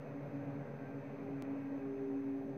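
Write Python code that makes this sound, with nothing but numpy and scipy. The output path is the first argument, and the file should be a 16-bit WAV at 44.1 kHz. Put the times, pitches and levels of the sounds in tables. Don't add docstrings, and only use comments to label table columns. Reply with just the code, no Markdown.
import sys
import numpy as np
from scipy import signal
from scipy.fft import rfft, irfft, next_fast_len
from scipy.io import wavfile
from scipy.ndimage import uniform_filter1d, map_coordinates

SR = 44100
rng = np.random.default_rng(int(sys.argv[2]) if len(sys.argv) > 2 else 0)


def natural_amplitude(level_db):
    exponent = np.asarray(level_db, float) / 20
    return 10 ** exponent


def transcribe(signal):
    frames = np.atleast_2d(signal).T
    limited = np.clip(frames, -1, 1)
    pcm = np.round(limited * 32767).astype(np.int16)
    wavfile.write(sys.argv[1], SR, pcm)


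N = 113337
T = np.arange(N) / SR

# (time [s], frequency [Hz])
DRONE_PITCH = [
    (0, 283.6),
    (.6, 281.1),
    (1.0, 278.1),
    (1.35, 276.6),
    (2.57, 274.8),
]
# (start [s], length [s], level [dB])
SURGES = [(0.017, .03, -55), (0.094, 0.03, -56), (.14, 0.028, -45), (0.182, 0.022, -39.5), (.25, .03, -54),
          (0.328, 0.065, -45.5), (0.396, 0.068, -48), (0.468, 0.045, -44.5), (0.515, .1, -51),
          (0.801, 0.038, -48), (0.888, .11, -47), (1.043, .05, -50), (1.118, 0.071, -54),
          (1.215, 0.028, -44.5), (1.272, .06, -50), (1.328, .14, -44), (1.471, .11, -40.5),
          (1.581, 0.051, -43), (1.639, .06, -41), (1.712, 0.07, -39.5), (1.81, .11, -44.5),
          (1.925, 0.037, -45), (1.995, 0.059, -42.5), (2.07, 0.062, -41), (2.137, 0.086, -39),
          (2.224, 0.16, -41.5), (2.385, .09, -45), (2.485, 0.033, -41.5)]
# (time [s], frequency [Hz])
GEAR_PITCH = [
    (0, 403),
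    (.6, 408),
    (1.3, 405),
    (1.8, 405.3),
    (2.1, 399.7),
    (2.57, 395),
]
# (time [s], level [dB])
GEAR_LEVEL = [(0, -64.5), (.15, -56.5), (.27, -64), (.5, -70.5), (.57, -53), (.67, -62), (.77, -58),
              (.95, -57.5), (1.08, -62), (1.14, -54), (1.53, -55.5), (1.62, -66), (1.72, -65),
              (1.84, -49.5), (2.02, -41.5), (2.1, -47), (2.36, -52), (2.57, -48)]
# (multiple of the cycle rate [1], level [dB])
ENGINE_ORDERS = [(15.15, -62), (13.38, -68), (22.5, -64), (28.52, -61.5), (32.79, -58.5), (40.5, -69.5),
                 (56.2, -67), (60.34, -60), (69.8, -58), (85.9, -68.5)]
# (time [s], level [dB])
EFFORT = [
    (0, -4),
    (.25, -1.5),
    (.5, 1),
    (.9, -5),
    (1.1, -7),
    (1.55, -8),
    (2.0, -14.5),
    (2.57, -11),
]
# (frequency [Hz], level [dB])
TREAD_TONES = [(1518, -82), (1567, -78.5), (1626, -77.5), (1820, -81.5), (1890, -83), (1927, -81),
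               (2019, -82.5), (2213, -85.5), (2433, -91.5), (2536, -82)]
# (time [s], level [dB])
AXLES = [
    (0, -0.5),
    (.8, 1.5),
    (1.1, 3),
    (1.7, 3.5),
    (1.9, -0.5),
    (2.57, -6.5),
]
# (time [s], level [dB])
PASS_LEVEL = [
    (0.0, -61),
    (1.16, -60.5),
    (1.66, -61),
    (2.3, -63.5),
    (2.57, -64.5),
]
# (frequency [Hz], density [dB per Hz])
SPRAY_SPECTRUM = [(2400, -26), (3000, 0.5), (4500, -4.5), (5600, -12), (7000, -25.5)]
# (frequency [Hz], width [Hz], level [dB])
CABIN_MODES = [(118, 30, -4.5), (144.4, 15, 0), (167.5, 33, -4), (222.7, 25, 1), (281.2, 28, -0.5),
               (331.2, 9.2, -4.5), (395, 26, -4.5), (442, 39, -5.5), (498, 50, -5.5), (575, 61, -4),
               (677, 63, -8.5), (789.5, 50, -10)]
# (frequency [Hz], density [dB per Hz])
TYRE_SPECTRUM = [(350, -35), (600, -1.5), (680, -5), (736, -11), (786, -3), (1100, -7.5), (1950, -12.5),
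                 (2530, -15), (2900, -27.5), (3770, -65), (6380, -120)]
# (frequency [Hz], density [dB per Hz])
RUMBLE_SPECTRUM = [(20, -31), (45, -21.5), (65, -9.5), (100, -8), (130, -29.5), (220, -120)]
# (multiple of the buzz frequency [1], level [dB])
BUZZ_LINES = [(29, -101), (33, -104), (41, -100), (45, -98), (46, -106), (47, -109), (48, -104),
              (49, -90.5), (50, -97), (51, -106), (52, -111), (53, -107), (54, -114), (70, -118),
              (74, -114), (86, -114), (87, -116), (90, -113), (91, -116), (94, -113), (95, -104),
              (96, -111), (97, -111), (98, -100), (99, -95), (100, -109), (102, -118), (103, -112)]
# (frequency [Hz], level [dB])
WHINE_LINES = [(7674, -108), (7733.8, -101), (7793.3, -106), (7853, -111), (15497, -109), (15527, -106),
               (15620, -114)]
# (frequency [Hz], density [dB per Hz])
HISS_SPECTRUM = [(2500, -16), (3000, 0.5), (4500, -2.5), (5600, -12.5), (6200, -1.5), (6900, -22.5),
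                 (10000, -21.5), (12000, -16), (12450, -7), (12900, -16), (15650, -15.5)]
# (frequency [Hz], side under mid [dB])
PORT_DIFFERENCE = [(60, -20), (150, -37), (280, -44.5), (400, -33), (1000, -18.5), (3000, -14),
                   (6000, -11.5), (8500, -5), (12000, -8), (14500, -4)]

DRONE_ROUGH_EARLY, DRONE_ROUGH_LATE, SETTLE_S = .1, .04, 1.3
SURGE_EDGE_S, LULL_DB = .012, -65
GEAR_ROUGH = .04
CYCLE_HZ, SAG_HZ_PER_S, HUSH_S = 8.15, .11, .18
BEATING = 18
UPPER_DB, LOWER_DB, LOWER_GAINS_DB_PER_S = -50, -54, 2
SPRAY_DB = -23.5
CABIN_DB, CABIN_FADES_DB_PER_S, CABIN_LOW_HZ = -50, 1, 95
TYRE_DB, RUMBLE_DB, HISS_DB = 1.5, -72, -86
ECHO_DB, ECHO_S = -12, .04
BUZZ_HZ = 125.945
SPLICE_S, JUMP_DB, MEND_S = 1.42331, -49, 0.0017
DROPPED_S, SKIP_TURNS = .078, .56
OFFSET, TAPER_S = -.00067, .0012


def unit(x):
    return x / np.sqrt(np.mean(x ** 2) + 1e-20)


def along(points, hz):
    f, v = np.transpose(points)
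    return np.interp(np.log(hz + 1), np.log(f + 1), v)


def curves(rows):
    s, *cols = np.transpose(rows)
    return [np.interp(T, s, c) for c in cols]


def wobble(rate):
    knots = rng.standard_normal(int(N * 60 / SR) + 9)
    return map_coordinates(knots, [T * min(rate, 60)])


def filtered(x, response):
    m = next_fast_len(N + 8192)
    return irfft(rfft(x, m) * response(np.fft.rfftfreq(m, 1 / SR)), m)[..., :N]


def rush(response, patchy_db):
    z = signal.stft(rng.standard_normal(N + 512), nperseg=512)[2]
    across_hz = uniform_filter1d(rng.standard_normal(z.shape), size=5, axis=0)
    patches = unit(uniform_filter1d(across_hz, size=14, axis=1))
    noise = signal.istft(z * natural_amplitude(patchy_db * patches), nperseg=512)[1][:N]
    return unit(filtered(noise, response))


def hum(hz, db, rough, rate, skip=0):
    share = np.clip(rough, 0, 1)
    waver = np.sqrt(1 - share) + np.sqrt(share / 2) * (wobble(rate) + 1j * wobble(rate))
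    turns = np.cumsum(hz) / SR
    turns = turns - turns[round(SPLICE_S * SR)] + .5 + skip * (T > SPLICE_S)
    return np.sqrt(2) * natural_amplitude(db) * np.real(waver * np.exp(2j * np.pi * turns))


def exhaust_drone():
    unsettled = 1 / (1 + np.exp((T - SETTLE_S) / 0.074))
    rough = DRONE_ROUGH_LATE + (DRONE_ROUGH_EARLY - DRONE_ROUGH_LATE) * unsettled

    def step(s):
        return .5 + .5 * np.tanh((T - s) / SURGE_EDGE_S)

    surges = sum(natural_amplitude(db) * abs(step(s) - step(s + length)) for s, length, db in SURGES)
    size = natural_amplitude(LULL_DB) + surges
    return size * hum(*curves(DRONE_PITCH), 0, rough, 18, SKIP_TURNS)


def gear_hum():
    return hum(*curves(GEAR_PITCH), *curves(GEAR_LEVEL), GEAR_ROUGH, 12)


def engine():
    since = T - HUSH_S
    turns = CYCLE_HZ * since - SAG_HZ_PER_S * since ** 2 / 2
    skipped = CYCLE_HZ * DROPPED_S * (.5 + .5 * np.tanh((T - SPLICE_S) / .006))
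    effort_db, = curves(EFFORT)

    def order(n, db, size_db, slip, skip=0):
        size = np.sqrt(2) * natural_amplitude(db + size_db * wobble(7))
        return size * np.sin(2 * np.pi * (n * turns - skip) + slip * wobble(5.5))

    upper = order(BEATING, UPPER_DB + effort_db, .8, .1)
    lower_db = LOWER_DB + effort_db + LOWER_GAINS_DB_PER_S * T
    lower = order(BEATING - 1, lower_db, .8, .06, skipped)
    others = sum(order(n, db + .5 * effort_db, 2.5, 1.1) for n, db in ENGINE_ORDERS)
    return upper - lower + others


def spray():
    level_db = curves(PASS_LEVEL)[0] + SPRAY_DB
    return natural_amplitude(level_db) * rush(lambda f: natural_amplitude(along(SPRAY_SPECTRUM, f)), patchy_db=-0.5)


def tread():
    sing_db, = curves(AXLES)
    return sum(hum(hz * (1 + .003 * wobble(1.6)), db + sing_db + 2.9 * wobble(2.8), 0.75, 30)
               for hz, db in TREAD_TONES)


def cabin_roar():
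    def modes(f):
        power = 0
        for centre, width, db in CABIN_MODES:
            resonance = f * width / (centre * centre - f * f + 1j * f * width)
            power = power + abs(natural_amplitude(db) * resonance ** 1.422) ** 2
        return np.sqrt(power) / np.sqrt(1 + (CABIN_LOW_HZ / (f + 1)) ** 8)

    level_db = CABIN_DB - CABIN_FADES_DB_PER_S * T + 0.45 * wobble(8.4)
    return natural_amplitude(level_db) * rush(modes, patchy_db=2.6)


def tyre_roar():
    level_db, = curves(PASS_LEVEL)
    walls = rng.random((9, 2))

    def response(f):
        echoes = 1 + sum(natural_amplitude(ECHO_DB) * (2 * g - 1) * np.exp(-2j * np.pi * f * ECHO_S * (.15 + d))
                         for d, g in walls)
        return natural_amplitude(along(TYRE_SPECTRUM, f)) * echoes

    return natural_amplitude(level_db + TYRE_DB + 0.16 * wobble(9)) * rush(response, patchy_db=1.0)


def rumble():
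    return natural_amplitude(RUMBLE_DB) * rush(lambda f: natural_amplitude(along(RUMBLE_SPECTRUM, f)), patchy_db=1.5)


def circuit_whine():
    lines = [(n * BUZZ_HZ, db) for n, db in BUZZ_LINES] + WHINE_LINES
    whine = 0
    for hz, db in lines:
        size = np.sqrt(2) * natural_amplitude(db + 1.6 * wobble(40))
        whine = whine + size * np.sin(2 * np.pi * (hz * T + rng.random()) + .22 * wobble(50))
    return whine


def camera_hiss():
    def response(f):
        return natural_amplitude(along(HISS_SPECTRUM, f)) * (f > 2300) * (f < 15750)

    return natural_amplitude(HISS_DB) * rush(response, patchy_db=-0.2)


def dropped_samples():
    u = T - SPLICE_S
    jump = natural_amplitude(JUMP_DB) / 2 * np.sign(u) * np.exp(-abs(u) / MEND_S)
    return filtered(jump, lambda f: np.clip((16600 - f) / 400, 0, 1))


def scene():
    lorry = exhaust_drone() + gear_hum() + engine() + spray() + tread()
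    heard_inside = cabin_roar() + tyre_roar() + rumble()
    camera = circuit_whine() + camera_hiss() + dropped_samples()
    mid = lorry + heard_inside + camera
    hz, _, z = signal.stft(mid, SR, nperseg=1024)
    stray = np.sqrt(np.mean(abs(z) ** 2, axis=1)) * natural_amplitude(along(PORT_DIFFERENCE, hz))
    side = filtered(rng.standard_normal(N), lambda f: np.interp(f, hz, stray)) * np.sqrt(1024 / 3)
    return np.array([mid + side, mid - side])


def band_limit(x):
    return signal.sosfilt(signal.butter(12, 15750, fs=SR, output="sos"), x)


def record(dry):
    closing = np.sin(np.pi / 2 * np.clip((T[-1] - T) / TAPER_S, 0, 1)) ** 2
    return band_limit(dry * closing + OFFSET)


dry = scene()
out = record(dry)
transcribe(out)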